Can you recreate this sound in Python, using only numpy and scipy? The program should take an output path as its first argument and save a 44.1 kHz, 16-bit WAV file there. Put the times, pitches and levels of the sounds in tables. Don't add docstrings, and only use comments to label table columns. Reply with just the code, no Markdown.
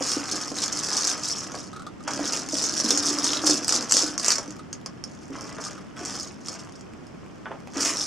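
import sys
import numpy as np
from scipy import signal
from scipy.fft import rfft, irfft, next_fast_len
from scipy.io import wavfile
from scipy.ndimage import uniform_filter1d

SR = 44100
rng = np.random.default_rng(int(sys.argv[2]) if len(sys.argv) > 2 else 0)


def put_to_file(sound):
    columns = np.atleast_2d(sound).T
    safe = np.clip(columns, -1, 1)
    whole_steps = np.round(safe * 32767)
    wavfile.write(sys.argv[1], SR, whole_steps.astype(np.int16))


N = 355446
RING_TIME = np.arange(4096) / SR


def amp(db):
    return 10 ** (np.asarray(db) / 20)


def unit(x):
    return x / np.sqrt(np.mean(x ** 2) + 1e-20)


def along(points, hz):
    f, v = np.transpose(points)
    return np.interp(np.log(hz + 1), np.log(f), v)


def filtered(x, response):
    size = x.shape[-1]
    padded = next_fast_len(size + SR // 4)
    hz = np.fft.rfftfreq(padded, 1 / SR)
    return irfft(rfft(x, padded) * response(hz), padded)[..., :size]


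def coloured(x, spectrum):
    size = len(x)
    gain = amp(along(spectrum, np.fft.rfftfreq(size, 1 / SR)))
    cepstrum = irfft(np.log(gain))
    cepstrum[1:size // 2] *= 2
    cepstrum[size // 2 + 1:] = 0
    return irfft(rfft(x) * np.exp(rfft(cepstrum)))


def fade(t60, t=RING_TIME):
    return np.exp(-np.log(1000) * t / t60)


def burst(t60):
    return rng.standard_normal(len(RING_TIME)) * fade(t60)


def ring(modes, spread_db, detune):
    total = 0
    for hz, db, t60 in modes:
        strength = amp(db + spread_db * rng.normal())
        pitch = hz * (1 + detune * rng.normal())
        total = total + strength * fade(t60) * np.sin(2 * np.pi * pitch * RING_TIME)
    return total


def add(track, s, db, sound):
    part = track[max(round(s * SR), 0):][:len(sound)]
    part += amp(db) * sound[:len(part)] / np.abs(sound).max()


def shower(level_db, rate, spread_db, contact, count):
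    at = np.flatnonzero(rng.random(N) < rate / SR)
    loudness = amp(spread_db * np.clip(rng.standard_normal(N)[at], -2, 2))
    sizes = loudness * rng.choice([-1, 1], N)[at]
    spots = rng.integers(count, size=N)[at]
    grains = np.zeros(N)
    for spot in range(count):
        hits = np.bincount(at, sizes * (spots == spot), N)
        grains += signal.oaconvolve(hits, unit(contact()))[:N]
    grains = unit(grains)
    power = uniform_filter1d(uniform_filter1d(grains ** 2, size=1800), size=1800)
    return amp(level_db) * grains / np.sqrt(np.abs(power) + 0.013)


def strokes(rows, rise_db_per_s, fall_db_per_s):
    t = np.arange(N) / SR
    level = np.full(N, -90.0)
    for s, length, db in rows:
        rise = rise_db_per_s * np.maximum(s - t, 0)
        fall = fall_db_per_s * np.maximum(t - s - length, 0)
        level = np.maximum(level, db - rise - fall)
    return level


def stereo(pair, side):
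    difference = filtered(pair[1], lambda hz: amp(along(side, hz)))
    return np.array([pair[0] + difference, pair[0] - difference])


# (frequency [Hz], level [dB per Hz])
HOUSE_COLOUR = [(25, -20.5), (60, -11.5), (100, -4), (200, 0.5), (300, -2.5), (450, -11), (700, -14.5),
                (1200, -18), (3000, -28), (3900, -35), (5300, -29.5), (8000, -38.5), (15000, -62)]
# (frequency [Hz], side against middle [dB])
HOUSE_WIDTH = [(40, 2.5), (150, -3.5), (400, 2), (1200, -1), (5000, -3), (12000, 2)]


def hum():
    noise = filtered(rng.standard_normal((2, N)), lambda hz: amp(along(HOUSE_COLOUR, hz)))
    return amp(-42.0) * unit(stereo(noise, HOUSE_WIDTH))


# (frequency [Hz], time to fall by 60 dB [s])
ROOM_DECAY = [(200, 0.26), (1200, 0.2), (5000, 0.13), (12000, 0.07)]
# (frequency [Hz], side against middle [dB])
ROOM_WIDTH = [(250, -20.5), (600, -9.5), (1200, -33), (2500, -45), (5000, -4.5), (8000, -2.5), (13000, 5.5)]


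def room_tail():
    hz, t, z = signal.stft(rng.standard_normal((2, SR // 3)), SR, nperseg=256)
    decay = fade(along(ROOM_DECAY, hz)[:, None], t)
    tail = signal.istft(z * decay, SR, nperseg=256)[1]
    tail = tail * (1 - fade(0.0064, np.arange(tail.shape[1]) / SR))
    return stereo(tail / np.linalg.norm(tail[0]), ROOM_WIDTH)


def room(x, count):
    wet = np.zeros((2, N + SR))
    for at in np.array_split(np.arange(N), count):
        answer = signal.fftconvolve(x[at][None], room_tail(), axes=1)
        wet[:, at[0]:at[0] + answer.shape[1]] += answer
    near_wall = filtered(x, lambda hz: np.exp(-2j * np.pi * hz * 0.01))
    return amp(-6.5) * wet[:, :N] + amp(-17.5) * near_wall


CHEW_START_S, CHEW_END_S = 4.5, 7.7
CHEW_PER_S, CHEW_DB, CHEW_SPREAD_DB = 11, -42, 6.5
CHEW_TRIES = 80
# (frequency [Hz], level [dB per Hz])
CRUMB_COLOUR = [(200, -23), (800, 2), (1300, -2), (3000, -2), (4000, -14), (5500, -9), (9000, -15),
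                (12000, -24), (15000, -42)]


def chewing():
    track = np.zeros(N)
    length = CHEW_END_S - CHEW_START_S
    for place, keep, size in np.c_[rng.random((CHEW_TRIES, 2)), rng.standard_normal(CHEW_TRIES)]:
        tick = coloured(burst(0.007), CRUMB_COLOUR)
        if keep < CHEW_PER_S * length / CHEW_TRIES:
            add(track, CHEW_START_S + place * length, CHEW_DB + CHEW_SPREAD_DB * size, tick)
    return track


KNOCK_T60_S, SCUFF_T60_S, SCUFF_DB = 0.0049, 0.15, -15
# (time [s], level [dB], centre of the resonance [Hz])
SNOUT_KNOCKS = [(1.544, -24, 560), (2.078, -17, 1100), (2.087, -23, 1400), (4.384, -23, 550),
                (4.861, -29, 1600), (5.354, -25, 1100), (5.585, -27, 600), (7.457, -24, 1650),
                (7.462, -29, 700), (7.508, -28, 550), (7.516, -22, 750)]
# (time [s], level [dB])
TEETH_CRUNCHES = [(1.730, -31), (1.762, -30), (1.795, -32), (1.82, -32), (1.866, -28), (2.005, -38),
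                  (4.592, -34), (5.66, -30), (5.778, -32)]
# (frequency [Hz], level [dB per Hz])
MOUTH_COLOUR = [(400, -24), (1000, -17), (1230, 1.5), (1370, -6.5), (1600, -21.5), (2900, -30), (3750, -20),
                (4400, -23), (5200, -25), (8500, -27), (13000, -50)]
# (frequency [Hz], level [dB per Hz])
RUB_COLOUR = [(150, -29.5), (400, -2), (700, -2), (980, -1.5), (1230, 2), (1600, -2.5), (2400, -10),
              (3250, -10), (3900, -24.5), (9000, -37), (14000, -58)]


def dog():
    track = np.zeros(N)
    for s, db, hz in SNOUT_KNOCKS:
        resonance = [(hz / 4, -16), (hz / 2, -7), (hz, 0), (hz * 2, -8), (hz * 8, -20)]
        blow = burst(KNOCK_T60_S) + amp(SCUFF_DB) * burst(SCUFF_T60_S)
        add(track, s, db, coloured(coloured(blow, RUB_COLOUR), resonance))
    for s, db in TEETH_CRUNCHES:
        add(track, s, db, coloured(burst(0.047), MOUTH_COLOUR))
    return track


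THUD_SPREAD = 0.095
# (frequency [Hz], level [dB], time to fall by 60 dB [s])
HOLLOW_MODES = [(295.8, 2.5, 0.12), (237, -9.5, 0.24), (322, -4.5, 0.045)]
# (frequency [Hz], level [dB per Hz])
THUD_COLOUR = [(60, -40), (160, -21), (270, 0), (380, -1), (520, -6), (700, -9), (1200, -24), (4000, -55)]


def thud():
    pitch = np.exp(THUD_SPREAD * rng.normal())
    colour = [(hz * pitch, db) for hz, db in THUD_COLOUR]
    boom = ring(HOLLOW_MODES, spread_db=2, detune=.04)
    return coloured(burst(.04) + amp(-21) * boom, colour)


# (time [s], level [dB])
SOFT_BUMPS = [(0.008, -19), (0.166, -19), (0.333, -27), (0.515, -24), (2.193, -22), (2.531, -21),
              (2.843, -19), (2.915, -21), (3.11, -23), (3.439, -19), (3.492, -18), (3.943, -22),
              (4.03, -24), (4.48, -31), (5.302, -31), (6.011, -29), (7.763, -24)]


def bumps():
    track = np.zeros(N)
    for s, db in SOFT_BUMPS:
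        add(track, s, db, thud())
    return track


# (time [s], half length [s], level [dB])
PAW_SWIPES = [(0.1, 0.14, -42), (2.343, 0.02, -34), (4.288, 0.048, -32.5), (7.874, 0.064, -31)]
# (frequency [Hz], level [dB per Hz])
SWIPE_COLOUR = [(500, -20), (900, -3.5), (2900, 4.5), (4000, -29), (7000, 6), (10000, -9.5), (14000, -24),
                (16000, -30)]


def swipes():
    t = np.arange(N) / SR
    swell = sum(amp(db) * np.exp(-((t - s) / half) ** 2) for s, half, db in PAW_SWIPES)
    rasp = shower(0, rate=1500, spread_db=6, contact=lambda: coloured(burst(.003), SWIPE_COLOUR), count=12)
    return swell * rasp


# (frequency [Hz], level [dB], time to fall by 60 dB [s])
SHELL_MODES = [(4480, 13.5, 0.015), (4860, -1, 0.033), (5200, -3, 0.12), (5940, 3, 0.038), (6560, 5, 0.059),
               (7560, 5, 0.012), (8960, 1, 0.046), (9800, 11, .025), (11750, -20, 0.046)]
# (frequency [Hz], level [dB per Hz])
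KIBBLE_COLOUR = [(500, -55.5), (2500, -21), (3900, -20), (4500, -10), (5200, -2), (6600, -4.5),
                 (8000, -7.5), (10000, -19.5), (11200, -27), (13000, -28.5), (15000, -81)]


def kibble_hit(hz):
    shell = ring(SHELL_MODES, spread_db=4, detune=.005)
    ping = amp(-2) * fade(.0035) * np.sin(2 * np.pi * hz * RING_TIME)
    return coloured(burst(.004) + ping + amp(-32) * shell, KIBBLE_COLOUR)


CLICK_HZ, CLICK_SPREAD = 5870, 0.18
CLICK_DB, CHATTER_DB, TOCK_DB = -1, -6, -16
# (time [s], level [dB])
HARD_CLICKS = [(0.1181, -11), (0.6394, -11), (0.7317, -15), (0.9762, -11), (1.0725, -7), (1.2984, -16),
               (2.0792, -17), (2.135, -16), (2.2558, -15), (2.3226, -13), (2.4884, -17), (2.6214, -12),
               (2.6404, -10), (2.7392, -14), (2.8005, -9), (2.9063, -1), (2.9751, -8), (3.1862, -10),
               (3.243, -7), (3.266, -9), (3.466, -6), (3.475, -5), (3.4984, -5), (3.6456, -12), (3.681, -7),
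               (3.6925, -5), (3.7249, -5), (3.9114, -6), (3.922, 0), (3.9684, -3), (4.1789, -8),
               (4.1974, -13), (4.2457, -9), (4.2622, -8), (4.2827, -2), (4.3046, -2), (4.3184, -6),
               (4.3226, -6), (4.356, -11), (4.3829, -12), (4.5067, -23), (4.7292, -17), (4.8609, -16),
               (5.0394, -18), (5.4096, -22), (5.6501, -20), (6.0511, -16), (6.0576, -16), (6.1983, -18),
               (6.4847, -16), (6.8099, -31), (7.0683, -37), (7.8214, -12), (7.8506, -10)]


def clicks():
    track = np.zeros(N)
    for (s, db), chance in zip(HARD_CLICKS, rng.random(len(HARD_CLICKS))):
        hz = CLICK_HZ * np.exp(CLICK_SPREAD * rng.normal())
        rebound_s = s + .0006 + .002 * chance
        add(track, s, db + CLICK_DB, kibble_hit(hz))
        add(track, rebound_s, db + CHATTER_DB, kibble_hit(hz))
        add(track, s, db + TOCK_DB, coloured(burst(0.0057), RUB_COLOUR))
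    return track


SHOVE_DB_PER_S, COAST_DB_PER_S = 555, 56
SPILL_DB_PER_S, SETTLE_DB_PER_S = 288, 148.5
SHUFFLE_DB = -56
TRICKLE_DB, TRICKLE_GROWS, BRISK_DB = -40.5, 1.61, -38.5
CONTACTS_PER_S, CONTACTS_GROW, CONTACTS_AT_DB = 900, .4, -29.5
TINK_DB = -16.5
# (start [s], length [s], rubbing level [dB], drumming level [dB])
BALL_PUSHES = [(0.0, 0.42, -37, -43), (0.56, 0.31, -37.5, -42), (0.89, 0.24, -35, -40),
               (1.235, 0.28, -41.5, -44), (2.076, 0.29, -36.5, -35.5), (2.553, 0.33, -38.5, -36.5),
               (2.85, 0.53, -35, -33.5), (3.438, 0.089, -34, -31), (3.715, 0.034, -32.5, -33),
               (3.964, 0.065, -35, -37.5), (4.204, 0.11, -37.5, -41), (5.328, 0.38, -43, -46),
               (5.977, 0.17, -40.5, -44.5), (6.48, 0.052, -43, -50), (7.762, 0.11, -34, -35)]
# (start [s], length [s], level [dB])
KIBBLE_TUMBLES = [(0.04, 0.09, -27.5), (0.3, 0.051, -29), (0.41, 0.061, -33.5), (0.59, 0.066, -27.5),
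                  (0.73, 0.18, -29.5), (0.93, 0.17, -25.5), (1.24, 0.081, -29), (1.38, 0.029, -33.5),
                  (1.52, 0.094, -40.5), (2.1, 0.038, -35.5), (2.27, 0.1, -29.5), (2.54, 0.15, -27.5),
                  (2.77, 0.25, -27), (3.06, 0.028, -23.5), (3.22, 0.12, -27), (3.475, 0.031, -20),
                  (3.715, 0.041, -23), (3.94, 0.061, -21), (4.23, 0.092, -29.5), (4.45, 0.054, -47.5),
                  (5.08, 0.28, -55), (5.41, 0.08, -45.5), (5.63, 0.031, -37), (6.07, 0.15, -36.5),
                  (6.46, 0.11, -42), (6.72, 0.031, -51.5), (7.81, 0.069, -26), (7.98, 0.033, -27)]
# (start [s], length [s], level [dB])
LARGE_RUNS = [(0.59, 0.041, -38.5), (2.26, 0.017, -39.5), (2.885, 0.025, -34), (3.26, 0.13, -34.5)]


def rolling_ball():
    pushes = np.array(BALL_PUSHES)
    rub_db = np.maximum(strokes(pushes[:, [0, 1, 2]], SHOVE_DB_PER_S, COAST_DB_PER_S), SHUFFLE_DB)
    drum_db = strokes(pushes[:, [0, 1, 3]], SHOVE_DB_PER_S, COAST_DB_PER_S)
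    trickle_db = TRICKLE_DB + TRICKLE_GROWS * (rub_db - BRISK_DB)
    tumble_db = strokes(KIBBLE_TUMBLES, SPILL_DB_PER_S, SETTLE_DB_PER_S)
    rattle_db = np.maximum(tumble_db, trickle_db)
    rate = CONTACTS_PER_S * amp(CONTACTS_GROW * (rattle_db - CONTACTS_AT_DB))
    slides = amp(5.3 * unit(uniform_filter1d(rng.standard_normal(N), size=700)))
    large_db = strokes(LARGE_RUNS, SPILL_DB_PER_S, SETTLE_DB_PER_S)
    tink_db = np.maximum(rattle_db + TINK_DB, large_db)

    def piece():
        return kibble_hit(5700 * np.exp(0.12 * rng.normal()))

    def large_piece():
        return ring([(3850, 0, .007)], spread_db=0, detune=.08)

    def rub():
        return coloured(burst(0.011), RUB_COLOUR)

    rattle = shower(rattle_db - 1.0, rate * slides, 6.54, piece, count=40)
    tinks = shower(tink_db, rate / 12, 6, large_piece, count=16)
    rubbing = shower(rub_db - 3.0, rate + 150, 5.4, rub, count=20)
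    drumming = shower(drum_db - 4.5, rate=110, spread_db=4, contact=thud, count=12)
    return rattle + tinks + rubbing + drumming


def scene():
    direct = rolling_ball() + swipes() + clicks() + bumps() + dog() + chewing()
    return (direct + room(direct, count=80) + hum()) * amp([[-.4], [.4]])


TOP_HZ = 15600


def record(dry):
    return filtered(np.clip(dry, -1, 1), lambda hz: hz < TOP_HZ)


dry = scene()
out = record(dry)
put_to_file(out)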